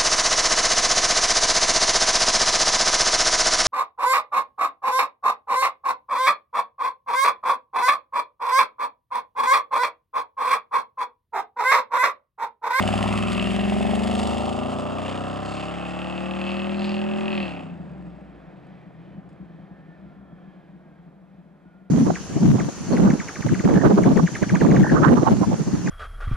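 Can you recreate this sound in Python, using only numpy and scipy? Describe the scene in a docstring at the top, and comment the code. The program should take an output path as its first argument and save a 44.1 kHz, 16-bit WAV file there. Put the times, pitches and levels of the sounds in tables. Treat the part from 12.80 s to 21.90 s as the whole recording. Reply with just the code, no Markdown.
"""A country road: an old open off-roader with a V8 pulls away from the microphones, booming and rasping.
Uneven firings ring modelled exhaust pipes, crack in the tailpipe and shed bursts of gas noise.
The driver lifts off after four and a half seconds: the engine drops to a far, uneven burble
from the muffler, the tyres' coloured noise fades, and thin gear tones sink with the road speed.
A dull echo from trees and houses and faint, still air lie around it."""
import sys
import numpy as np
from scipy import signal
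from scipy.fft import rfft, irfft, next_fast_len
from scipy.io import wavfile
from scipy.ndimage import map_coordinates

SR = 44100
rng = np.random.default_rng(int(sys.argv[2]) if len(sys.argv) > 2 else 0)


def transcribe(signal):
    """Save signal, clipped to [-1, 1], as a 16-bit WAV file at the path in sys.argv[1]."""
    frames = np.atleast_2d(signal).T
    limited = np.clip(frames, -1, 1)
    pcm = np.round(limited * 32767).astype(np.int16)
    wavfile.write(sys.argv[1], SR, pcm)


N = 401295
TIME = np.arange(N) / SR

LIFT_S, CLOSING_S = 4.583, 0.38  # the driver lifts off; time the throttle takes to shut
# engine speed: time_s, rate_hz (four-stroke cycles per second)
CYCLE_RATE = [(0, 19.46), (.3, 20.195), (.7, 21.75), (1, 23.25), (1.5, 26.367), (2, 29.624), (2.4, 32.218),
              (2.7, 33.943), (3, 35.656), (3.5, 38.214), (4, 40.338), (4.48, 41.95), (4.53, 41.6),
              (4.6, 39.5), (4.7, 36.3), (4.8, 33.6), (5, 26.4), (5.2, 22.7), (5.5, 19.7), (5.75, 16.8),
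              (6, 16.25), (7, 14.5), (7.6, 13.8), (9.1, 13.1)]
# exhaust pipe (0 or 1) that each of the eight cylinders feeds, in firing order
BANKS = (0, 1, 0, 0, 1, 0, 1, 1)
# colour of the top-treble gas noise, also used for the ticks: freq_hz, level_db (relative)
FIZZ_COLOUR = [(2120, -11), (3600, -3.5), (3990, -11), (4480, -7.5), (5160, -8.5), (5790, -18.5),
               (6920, -11), (8600, -11.5), (14200, -41)]


def amp(db):
    """Decibels to gain."""
    return 10 ** (np.asarray(db) / 20)


def unit(x):
    """Scale to rms 1."""
    return x / np.sqrt(np.mean(x ** 2) + 1e-20)


def steady(x):
    """Scale to rms 1 over every few engine cycles, keeping the single beats."""
    window = np.hanning(SR // 4)
    smooth = lambda v: signal.fftconvolve(v, window, "same")
    power = smooth(x * x) / smooth(np.ones(N))
    return x / np.sqrt(np.abs(power) + 1e-14)


def along(points, hz):
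    """(Hz, value) points read on a log axis."""
    f, v = np.transpose(points)
    return np.interp(np.log(hz + 1), np.log(f + 1), v)


def curves(rows):
    """One value per sample for each column after the time."""
    s, *cols = np.transpose(rows)
    return [np.interp(TIME, s, c) for c in cols]


def wobble(rate):
    """A smooth random curve, rate knots a second."""
    knots = rng.standard_normal(int(N * rate / SR) + 4)
    return map_coordinates(knots, [TIME * rate])


def swell(s, length):
    """A smooth bump of height 1 around a moment."""
    return np.exp(-(2 * (TIME - s) / length) ** 2)


def spell(x, s, length, db):
    """Let x swell to a level around a moment and fade again."""
    bump = swell(s, length)
    return amp(db) * bump * x / np.sqrt(np.average(x * x, weights=bump) + 1e-20)


def filtered(x, response):
    """x times a complex response of frequency."""
    size = next_fast_len(N + SR // 2)
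    spectrum = rfft(x, size) * response(np.fft.rfftfreq(size, 1 / SR))
    return irfft(spectrum, size)[..., :N]


def below(hz, edge):
    """Response of a steep low-pass without phase shift."""
    return 1 / (1 + (hz / edge) ** 10)


def cut(x, hz, kind, order=4):
    """A causal low-pass, high-pass or band-pass."""
    return signal.sosfilt(signal.butter(order, hz, kind, fs=SR, output="sos"), x)


def ring(x, modes, sign=-1):
    """x through resonances weighted by successive powers of sign; near 1 they start together and stay sharp."""
    def response(f):
        total = 0
        for k, (centre, width, db) in enumerate(modes):
            damping = 1j * f * width
            total = total + sign ** k * amp(db) * damping / (centre * centre - f * f + damping)
        return total
    return filtered(x, response)


def noise(spectrum):
    """Noise of rms 1 with the given colour."""
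    return unit(filtered(rng.standard_normal(N), lambda hz: amp(along(spectrum, hz))))


def pulses(times, sizes):
    """Impulses placed between the samples by windowed sinc interpolation."""
    at = times[:, None] * SR
    taps = np.floor(at).astype(int) + np.arange(-7, 9)
    shape = np.sinc(taps - at) * np.sinc((taps - at) / 8)
    inside = (taps >= 0) & (taps < N)
    return np.bincount(taps[inside], (sizes[:, None] * shape)[inside], N)


def scattered(times, db, scatter_db, jitter):
    """A pulse train in which no two firings are quite alike; jitter is in seconds."""
    size, late = rng.standard_normal((len(times), 2)).T
    return pulses(times + jitter * late, amp(db + scatter_db * size))


def puffs(train, life, rest):
    """Gas flow: a burst that dies away after each pulse (life in s), over a steady stream."""
    flow = signal.lfilter([1], [1, -np.exp(-1 / (life * SR))], train)
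    return unit(np.abs(flow)) + rest


def zing(start_hz, rest_hz, glide, t60, attack):
    """A steep front rings in the tailpipe, sliding down to its resting pitch; times in seconds."""
    t = np.arange(SR // 20) / SR
    hz = rest_hz + (start_hz - rest_hz) * np.exp(-t / glide)
    tone = np.sin(2 * np.pi * np.cumsum(hz) / SR)
    return tone * amp(-60 * t / t60) * (1 - np.exp(-t / attack))


def throttle_shut():
    """0 under load, 1 once the throttle has closed."""
    return np.clip((TIME - LIFT_S) / CLOSING_S, 0, 1)


def firings():
    """Time, push, front, crack and shake of every firing; the uneven V8 beat shifts with the revs."""
    # when the pulses leave the pipes: cycle_rate_hz, then the slot (eighths of a cycle) of each cylinder
    slots = [(20, .58, 1.08, 2.55, 3.38, 4.27, 5.38, 6.08, 7),
             (41, 1.05, 1.42, 2.74, 3.84, 4.59, 5.64, 6.57, 7.27)]
    # body of each pulse: cycle_rate_hz, then level_db of each cylinder
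    push = [(19.3, -6.5, 10.5, -3.5, -10.5, 8.5, -6.5, 4.5, -11),
            (22.05, -2, 3, 1.5, 0.5, -2, -1.5, 5.5, -11.5),
            (29.2, -8, -3, -3, -15.5, -3.5, -4.5, -16, -2.5),
            (39.8, -2, -5.5, -11.5, -3, -3, -10, -9, -4.5)]
    # its steep front: cycle_rate_hz, then level_db of each cylinder
    front = [(20.5, -11.5, -16, -5.5, -13.5, -17.5, -18, -2.5, -23),
             (21.7, -10, -17, -4.5, -17, -15.5, -23.5, -7, -17), (30.9, -2, 2.5, 4, 0.5, 0, -2, -11, -8.5),
             (41, -5, -33.5, -4.5, -13, -12.5, -7.5, -33.5, -26)]
    # its crack in the tailpipe: cycle_rate_hz, then level_db of each cylinder
    crack = [(20, -11, -6.5, -16, -9.5, 4.5, -13, 1, -16), (25.2, -4.5, -11, -5, 0, -17, 5, 2, 1),
             (31.7, 3, 2.5, -2, 3.5, 4, 1.5, -9, -13), (40.2, 4.5, -5, -0.5, -7, -5.5, -1, -7.5, -11.5)]
    # how hard it shakes the pipe walls: cycle_rate_hz, then level_db of each cylinder
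    shake = [(21, -17, 2, 4, -8, -2, -14.5, 7, -12.5), (25, 0.5, -18, -4.5, -3.5, -8, -9.5, 6, -9.5),
             (31, 0.5, -16.5, -2, -6.5, -14, 0, -9.5, -17.5), (40, 1, -26, -4, 2, -15, -5.5, -16, -21)]
    rate, = curves(CYCLE_RATE)
    cycles = np.cumsum(rate) / SR + .042  # crank position at the start, in cycles
    cycle = np.arange(int(cycles[-1]))
    revs = np.interp(cycle + .5, cycles, rate)

    def at_revs(table):
        table_rate, *cylinders = np.transpose(table)
        return np.transpose([np.interp(revs, table_rate, c) for c in cylinders])
    times = np.interp(cycle[:, None] + at_revs(slots) / len(BANKS), cycles, TIME)
    return [times.ravel()] + [at_revs(table).ravel() for table in (push, front, crack, shake)]


def exhaust_levels(distance):
    """Gains of boom, bark, rasp, fizz and edge: distance and flares, then lift-off, where the rasp lingers longest."""
    # exhaust under load, before trims and lift-off: time_s, bass_db, middle_db
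    pull = [(0.0, -25, -27.5), (0.09, -26, -30.5), (0.61, -26, -35.5), (1.11, -23.5, -31),
            (2.0, -31.5, -32.5), (3.07, -34.5, -36.5), (4.06, -27.5, -35.5), (4.5, -27.5, -35)]
    # treble before flares and lift-off: time_s, level_db
    treble = [(0, -36.5), (.6, -36.5), (1.05, -40.5), (1.45, -48), (1.9, -45.5), (2.3, -46), (2.5, -51.5),
              (2.88, -42.5), (3.3, -43), (4.4, -44.5)]
    # harsh flares of the exhaust: centre_s, length_s, extra_rasp_db, extra_fizz_db, edge_level_db
    flares = [(0.588, 0.2, 1, 1.5, -73), (1.43, 0.52, 7, 6.5, -56), (2.3, 0.19, 6, 2.5, -67),
              (2.734, 0.25, 1, 5.5, -53), (3.69, 0.2, 6, 0.5, -53), (4.072, 0.22, 3, 0, -45.5),
              (4.593, 0.26, 6, -1, -52)]
    (bass_db, middle_db), (treble_db,) = curves(pull), curves(treble)
    shut = throttle_shut()
    doublings = np.log2(distance / distance[0])
    # the first numbers of boom and bark are trims; the factors of shut are dB lost with the throttle shut
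    boom_db = bass_db - 0.92 - 20.5 * shut
    bark_db = middle_db - 2 - 19 * shut ** 1.2
    rasp_db = treble_db - 23 * shut ** 2.8
    fizz_db = -41.5 - 3.5 * doublings - 19 * shut ** 1.3  # loses 3.5 dB each time the distance doubles
    edge = np.zeros(N)
    for s, length, extra_rasp_db, extra_fizz_db, edge_db in flares:
        flare = swell(s, length)
        rasp_db = rasp_db + extra_rasp_db * flare
        fizz_db = fizz_db + extra_fizz_db * flare
        edge = edge + amp(edge_db) * flare
    # the last firm firings fade by 7 dB a second, then give out by 5 dB around 5.44 s
    overrun_db = -7 * np.maximum(TIME - LIFT_S - CLOSING_S, 0)
    overrun_db = overrun_db - 5 * (1 + np.tanh((TIME - 5.44) / 0.12)) / 2
    return [amp(db + overrun_db) for db in (boom_db, bark_db, rasp_db, fizz_db)] + [edge]


def twin_pipes(times, db, scatter_db, jitter):
    """Each bank of four cylinders blows into its own resonant pipe."""
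    # resonances of the first exhaust pipe: centre_hz, width_hz, level_db (before the ring's weighting)
    pipe_a = [(74.9, 12.6, -7), (204, 31.2, -0.5), (268, 1100, -21.5), (358, 44, -11), (559.4, 72, -11),
              (720, 22, -15.5), (830, 38, -32)]
    # resonances of the second exhaust pipe: centre_hz, width_hz, level_db (before the ring's weighting)
    pipe_b = [(70, 12, -12.5), (99.7, 11.5, -18), (111.4, 44, -12.5), (206.4, 34.4, -3), (366.3, 30.6, -10),
              (602, 63, -5.5), (743, 59, -8)]
    bank = np.resize(BANKS, len(times))
    out = 0
    for k, pipe in enumerate((pipe_a, pipe_b)):
        blows = scattered(times[bank == k], db[bank == k], scatter_db, jitter)
        out = out + ring(blows, pipe, sign=0.92)
    return out


def humming(boom):
    """Swell or thin the deep hum within the boom, fullest while the car is near."""
    # change at the hum's own pitch: time_s, gain_db
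    hum = [(0, 2), (1.4, 3), (2.3, -0.5), (3.5, -5.5), (4.9, -5.5)]
    hum_db, = curves(hum)
    hum_hz, width_hz = 108, 40
    return boom + (amp(hum_db) - 1) * filtered(boom, lambda hz: np.exp(-((hz - hum_hz) / width_hz) ** 2))


def booming(times, push_db):
    """The bodies of the pulses set the lowest pipe resonances booming."""
    pipes = twin_pipes(times, push_db, scatter_db=.5, jitter=.00003)
    return humming(steady(filtered(pipes, lambda hz: below(hz, 445))))


def echoed(x, delay, share):
    """x plus a copy whose delay (s) moves."""
    return x + share * map_coordinates(x, [(TIME - delay) * SR])


def barking(times, bark_db, distance):
    """Steep fronts bark in the pipes over a rush of gas, which also arrives bounced off the road."""
    # colour of the gas rush: freq_hz, level_db (relative)
    gas_colour = [(260, -38.5), (450, -25.5), (575, -17), (670, -7.5), (745, -4), (916, -14), (1280, -12.5),
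                  (1610, -10), (2200, -14.5), (2860, -64), (4840, -120)]
    bounce = 2 * .45 * 1.5 / distance / 343  # extra path in s, from pipe and microphone heights in m
    front = scattered(times, bark_db, scatter_db=0.0, jitter=.00003)
    pipes = twin_pipes(times, bark_db, scatter_db=1.5, jitter=.00002)
    bark = steady(filtered(pipes, lambda hz: (1 - below(hz, 486)) * below(hz, 956)))
    gas = steady(noise(gas_colour) * puffs(front, life=0.033, rest=1.0))
    return steady(bark + amp(-11.5) * echoed(gas, bounce, share=1.0))


def tip_note(x):
    """x through a narrow resonance of the tailpipe tip, whose pitch moves."""
    # lingering note of the tip: time_s, pitch_hz, level_db (relative to the main zing)
    tip = [(0, 2769, -8.5), (.6, 2700, 0.5), (1.2, 2670, -3), (1.6, 2820, -15.5), (2.05, 2760, -11),
           (2.3, 2770, -3), (2.55, 2460, -19), (2.9, 2610, -2), (3.7, 2570, -3), (4.5, 2530, -4.5),
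           (4.85, 2600, -0.5)]
    width_hz, waver = 207, 0.023  # the hot gas makes its pitch waver by this share
    hz, level_db = curves(tip)
    turn = np.exp(2j * np.pi * np.cumsum(hz * (1 + waver * wobble(20))) / SR)
    # shift the note down to 0 Hz, low-pass it there and shift it back
    note = (cut(x / turn, width_hz / 2, "low", order=2) * turn).real
    return amp(level_db) * steady(note)


def rasping(crack, spit):
    """The cracks ring the tailpipe and shed gas noise, in ragged bursts; spit is the share of ringing."""
    # modes of the tailpipe: centre_hz, width_hz, level_db (relative)
    tailpipe = [(1843, 580, -2), (2660, 435, 7.5), (3110, 400, 1), (4170, 740, -14.5)]
    gas = ring(rng.standard_normal(N) * puffs(crack, life=0.0012, rest=1.0), tailpipe)
    gas = steady(cut(gas, [1500, 5000], "band"))
    note = zing(start_hz=4070, rest_hz=2675, glide=0.00066, t60=0.017, attack=0.00091)
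    snap = steady(signal.fftconvolve(crack, note)[:N])
    # the front also knocks the lowest tailpipe mode
    snap = snap + amp(-7.0) * steady(cut(ring(crack, tailpipe[:1]), 1530, "high"))
    snap = snap + tip_note(crack)
    rasp = steady(cut(spit * snap + (1 - spit) * gas, 4740, "low"))
    return rasp * amp(0.83 * wobble(17))


def fizzing(crack, spit, distance):
    """Gas noise hisses in sharp spits and a stream; air and grass take the top treble with distance."""
    fizz = noise(FIZZ_COLOUR)
    bursts = steady(fizz * puffs(crack, life=0.0035, rest=0.028))
    fizz = steady(spit * bursts + (1 - spit) * fizz)
    closeness = np.clip(10 / distance, 0, 1) ** 2
    dulled = steady(filtered(fizz, lambda hz: below(hz, 9640)))
    fizz = closeness * fizz + (1 - closeness) * dulled
    return amp(1.15 * wobble(23.9)) * fizz


def harsh_edge(crack):
    """Short gas bursts ring one high resonance, the sharp edge of a flare."""
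    # resonance of the edge: centre_hz, width_hz, level_db (relative)
    edge_mode = [(4260, 460, 0)]
    return steady(ring(noise(FIZZ_COLOUR) * puffs(crack, life=0.0014, rest=0.24), edge_mode))


def honking(times):
    """One cylinder after another stands out and rings a hollow pipe note."""
    # spells of honking: centre_s, length_s, pitch_hz, level_db
    honks = [(0.15, 0.27, 800, -34), (0.61, 0.27, 690, -43), (0.98, 0.69, 758, -36.5),
             (.27, 0.18, 860, -38), (1.65, .42, 810, -39.5), (1.48, 0.56, 760, -37.5),
             (1.27, 0.34, 700, -40), (1.93, 0.2, 800, -39), (4.2, 0.85, 750, -45), (4.78, 0.14, 780, -50)]
    # which cylinder (0-7) honks in each spell
    honkers = (6, 6, 2, 1, 2, 6, 0, 3, 3, 3)
    lag_s, width_hz = 0.00065, 110  # the note speaks just after the firing
    out = np.zeros(N)
    for cylinder, (s, length, hz, db) in zip(honkers, honks):
        blows = scattered(times[cylinder::len(BANKS)] + lag_s, 0, scatter_db=2.2, jitter=.0001)
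        pipe = signal.lfilter(*signal.iirpeak(hz, hz / width_hz, fs=SR), blows)
        out += spell(cut(pipe, [560, 1200], "band", order=2), s, length, db)
    return out


def pulling(times, push_db, bark_db, crack_db):
    """Under load the pulses boom in the pipes; their steep fronts bark, crack in the tailpipe and shed gas noise."""
    # distance of the tailpipe: time_s, distance_m
    road = [(0, 2.64), (.5, 5), (1, 8.8), (2, 15.8), (3, 32), (4.5, 40)]
    # how much of the treble comes in sharp spits: time_s, share (0-1)
    crackle = [(1.15, 0.5), (1.3, 0.83), (1.6, 0.74), (2.2, 0.64), (3.2, 0.53), (4.6, 0.48)]
    (distance,), (share,) = curves(road), curves(crackle)
    boom_level, bark_level, rasp_level, fizz_level, edge_level = exhaust_levels(distance)
    spit = np.clip(share, 0, 1)
    crack = scattered(times, crack_db, scatter_db=3.0, jitter=.00006)
    out = boom_level * booming(times, push_db)
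    out = out + bark_level * barking(times, bark_db, distance)
    out = out + rasp_level * rasping(crack, spit)
    out = out + fizz_level * fizzing(crack, spit, distance)
    out = out + edge_level * harsh_edge(crack)
    return out + honking(times)


def snarling(times, shake_db, gas_share):
    """The pulses and the gas that follows them ring the thin pipe walls."""
    # modes of the walls: centre_hz, width_hz, level_db (relative)
    walls = [(930, 47, -11.5), (1091, 98, -1), (1186, 110, 0), (1330, 140, -3.5)]
    # snarl before lift-off: time_s, level_db
    snarl = [(0, -41.5), (.35, -34.5), (.65, -41), (.95, -47.5), (1.4, -41), (1.9, -41), (2.35, -40.5),
             (3, -43), (3.4, -45), (3.75, -43), (4.15, -50), (4.55, -45.5)]
    level_db, = curves(snarl)
    blows = scattered(times, shake_db, scatter_db=2.4, jitter=.00003)
    gas = steady(ring(rng.standard_normal(N) * puffs(blows, life=0.01, rest=0.65), walls))
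    ringing = steady(ring(blows, walls)) + gas_share * gas
    ringing = steady(cut(ringing, [800, 1550], "band", order=2))
    shut = throttle_shut()
    return amp(level_db - 11 * shut) * (1 - shut ** 4) * ringing


def spitting(times, shock_db):
    """One cylinder's front steepens to a shock and zings once a cycle; the note sinks as the car speeds away."""
    # spells of spitting: centre_s, length_s, pitch_hz (where the zing settles), level_db (before filters)
    spits = [(0.048, 0.15, 2920, -42), (0.597, .15, 2760, -37.5), (.8, 0.37, 2770, -44),
             (1.416, 0.49, 2800, -48), (2.5, 0.32, 2650, -50.5), (3.325, 0.41, 2565, -48),
             (3.76, 0.54, 2587, -44), (4.198, .4, 2540, -47), (4.53, 0.27, 2495, -39.5)]
    # which cylinder (0-7) spits in each spell
    spitters = (4, 1, 3, 2, 0, 0, 0, 0, 0)
    # other modes that a spit rings: centre_hz, width_hz, level_db (relative)
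    shock_modes = [(1875, 100, -0.5), (2125, 130, 1), (3170, 300, -1.5), (4250, 350, -10)]
    zings, fronts = np.zeros((2, N))
    for cylinder, (s, length, hz, db) in zip(spitters, spits):
        shocks = scattered(times[cylinder::len(BANKS)], 0, scatter_db=1.5, jitter=.00003)
        note = zing(start_hz=1.342 * hz, rest_hz=hz, glide=0.0011, t60=0.026, attack=0.0022)
        zings += spell(signal.oaconvolve(shocks, note)[:N], s, length, db)
        fronts += spell(shocks, s, length, db)
    knocks = cut(ring(fronts, shock_modes), [1600, 5000], "band", order=2)
    return cut(zings, 2100, "high", order=3) + amp(shock_db) * knocks


def tyres():
    """Tread noise, a roar and a hiss, recedes down the road, wavering in the moving air."""
    # colour of the roar: freq_hz, level_db (relative)
    roar_colour = [(150, -24), (250, -7), (355, -5), (383, -9.5), (445, -11), (708, -9.5), (906, -16.5),
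                   (1790, -21.5), (2400, -44.5), (3120, -64), (5280, -120)]
    # colour of the hiss: freq_hz, level_db (relative)
    hiss_colour = [(1180, -17), (2000, 1), (2520, 0), (2820, -9.5), (3160, -5), (6090, -25), (7290, -28.5),
                   (9710, -37.5), (14200, -64)]
    gone = np.maximum(TIME - 4.34, 0)  # seconds since the fade began; both lose 2.5 dB a second
    roar = amp(-48.5 - 2.5 * gone + 0.55 * wobble(5.2)) * noise(roar_colour)
    hiss = amp(-63.5 - 2.5 * gone + 1.3 * wobble(7.5)) * noise(hiss_colour)
    return roar + hiss


def ticks():
    """Tiny dry snaps and rustles: noise that starts at once and dies away."""
    # single snaps: start_s, peak_db (of the envelope), t60_s
    snaps = [(1.339, -37, .02), (1.394, -42, .015), (1.473, -32, .015), (5.117, -66, 0.02),
             (5.868, -67, 0.034), (6.4901, -67, .09), (6.5294, -74, .07)]
    envelope = sum(amp(db - 60 * np.abs(TIME - s) / t60) * (TIME >= s) for s, db, t60 in snaps)
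    return envelope * noise(FIZZ_COLOUR)


def coasting(times, push_db):
    """With the throttle shut the cylinders thud weakly and unevenly in the muffler, over a sagging low note."""
    # burble before its uneven beat: time_s, level_db
    coast = [(4.9, -39), (5.6, -48), (6.8, -46), (9.1, -52)]
    # resonances of the muffler: centre_hz, width_hz, level_db (relative)
    muffler = [(68.3, 14, -13.5), (126, 11, -15.5), (163.5, 16, 0.5), (189.8, 16, 1), (276, 51, -16),
               (351, 8.1, -14), (576, 74, -26.5)]
    # the loudest thumps in the muffler: centre_s, gain_db (over the burble)
    thumps = [(6.22, 5), (6.39, 7), (6.63, 6.5), (6.75, 2.5), (7.23, 4), (7.52, 5), (7.66, 4), (8.26, 2.5),
              (8.56, 2)]
    # engine tones that swell as the revs sag: centre_s, length_s, level_db
    drones = [(5.28, .62, -50.5), (4.94, .48, -40.5), (5.9, 1.7, -55), (5.18, .3, -47), (5.25, .4, -57),
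              (4.77, .16, -46)]
    # multiple of the engine cycle rate that each of those tones follows
    orders = (3, 6, 8, 8, 14, 8)
    (burble_db,), (rate,) = curves(coast), curves(CYCLE_RATE)
    thuds = scattered(times, 0.1 * push_db, scatter_db=5.0, jitter=0.00093)
    burble = steady(cut(cut(ring(thuds, muffler), 920, "low"), 54, "high"))
    uneven_db = 0.8 * wobble(14) + sum(db * swell(s, 0.046) for s, db in thumps)
    cycle_phase = 2 * np.pi * np.cumsum(rate) / SR
    drone = 0
    for k, (s, length, db) in zip(orders, drones):
        drone = drone + amp(db) * swell(s, length) * np.sqrt(2) * np.sin(k * cycle_phase)
    return amp(burble_db + uneven_db) * burble * throttle_shut() + drone


def whine(flutter, waver_db):
    """Thin, fluttering tones of meshing teeth, all sinking with the road speed."""
    # swells of gear tone: centre_s, length_s, ratio (to the main mesh pitch), level_db (relative)
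    gear_tones = [(6, 0.18, 0.96, -71), (6.377, .25, 0.92, -73), (6.75, .2, 0.93, -74),
                  (7.08, .4, 0.97, -66), (7.683, 0.64, 1, -68), (8.15, .2, 1, -72), (8.97, 0.32, 0.98, -65),
                  (6.15, .45, .89, -73), (6.9, .35, .89, -70), (7.38, 0.61, .78, -69.5),
                  (6.35, .25, 1.5, -75), (6.8, .25, 1.66, -80), (7.65, 0.63, 1.89, -79)]
    hz = 2090 * np.exp(-.1235 * (TIME - 6))  # mesh pitch at 6 s; decay rate of the road speed per second
    phase = 2 * np.pi * np.cumsum(hz * (1 + flutter * wobble(90))) / SR
    level = amp(waver_db * wobble(24))
    return level * sum(amp(db) * swell(s, length) * np.sin(ratio * phase) for s, length, ratio, db in gear_tones)


def roadside(x, t60, wet_db):
    """Trees and houses scatter a dull, thin echo."""
    t = np.arange(SR) / SR
    tail = rng.standard_normal((2, SR)) * amp(-60 * t / t60) * (1 - np.exp(-t / 0.0052))
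    tail = cut(tail, 4400, "low", order=1)
    return amp(wet_db) * signal.fftconvolve(x[None], tail / np.linalg.norm(tail[0]), axes=1)[:, :N]


def ports(x, side, lean):
    """Two close microphone ports: a difference a quarter turn ahead of their sum, plus a lean to one port."""
    def difference(hz):
        quadrature = amp(along(side, hz))
        return 1j * quadrature + (1 + quadrature ** 2) * np.tanh(np.log(amp(along(lean, hz))) / 2)
    apart = filtered(x, difference)
    return np.array([x + apart, x - apart])


def scene():
    """The car near and far, its echo, and the still country air."""
    # quarter-turn difference of the ports for the pulling car: freq_hz, level_db (relative to the sum)
    side_near = [(60, -8), (110, -3), (200, -1.5), (370, -1.5), (670, -2.5), (1230, -5.5), (2240, -8.5),
                 (4100, -11), (7490, -24.5), (13700, -26)]
    # the same for the coasting car, tyres, gears and ticks: freq_hz, level_db (relative to the sum)
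    side_far = [(60, -22), (110, -9.5), (200, -8), (370, -5.5), (670, -5.5), (1230, -6.5), (2240, -8.5),
                (4100, -14.5), (7490, -27), (13700, -23.5)]
    # lean towards the first port for the pulling car: freq_hz, lean_db
    lean_near = [(60, -0.5), (110, 2), (200, 3), (370, 2), (670, 0.5), (1230, -2), (2240, -0.5), (4100, 2),
                 (7490, 1.0), (13700, -1)]
    # the same for the coasting car, tyres, gears and ticks: freq_hz, lean_db
    lean_far = [(60, 0.5), (110, 1.0), (200, 2.0), (370, 1.0), (670, 0.46), (1230, -1.7), (2240, -1.3),
                (4100, 0.0), (7490, 0.0), (13700, 0.0)]
    # colour of the still air: freq_hz, level_db (relative)
    air_colour = [(20, -7.5), (60, -14.5), (150, -14.5), (400, -28.5), (1500, -26.5), (6000, -37.5),
                  (14000, -42)]
    times, push_db, bark_db, crack_db, shake_db = firings()
    near = pulling(times, push_db, bark_db, crack_db)
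    near = near + spitting(times, shock_db=9) + snarling(times, shake_db, gas_share=0.81)
    gears = amp(2.0) * whine(flutter=.015, waver_db=2.5)
    far = coasting(times, push_db) + tyres() + gears + ticks()
    air = amp(-75) * np.array([noise(air_colour), noise(air_colour)])
    direct = ports(near, side_near, lean_near) + ports(far, side_far, lean_far)
    return direct + roadside(near + far, t60=0.42, wet_db=-16.5) + air


def record(dry):
    """The recorder keeps nothing above its band limit."""
    return filtered(dry, lambda hz: hz < 14300)


dry = scene()
out = record(dry)
transcribe(out)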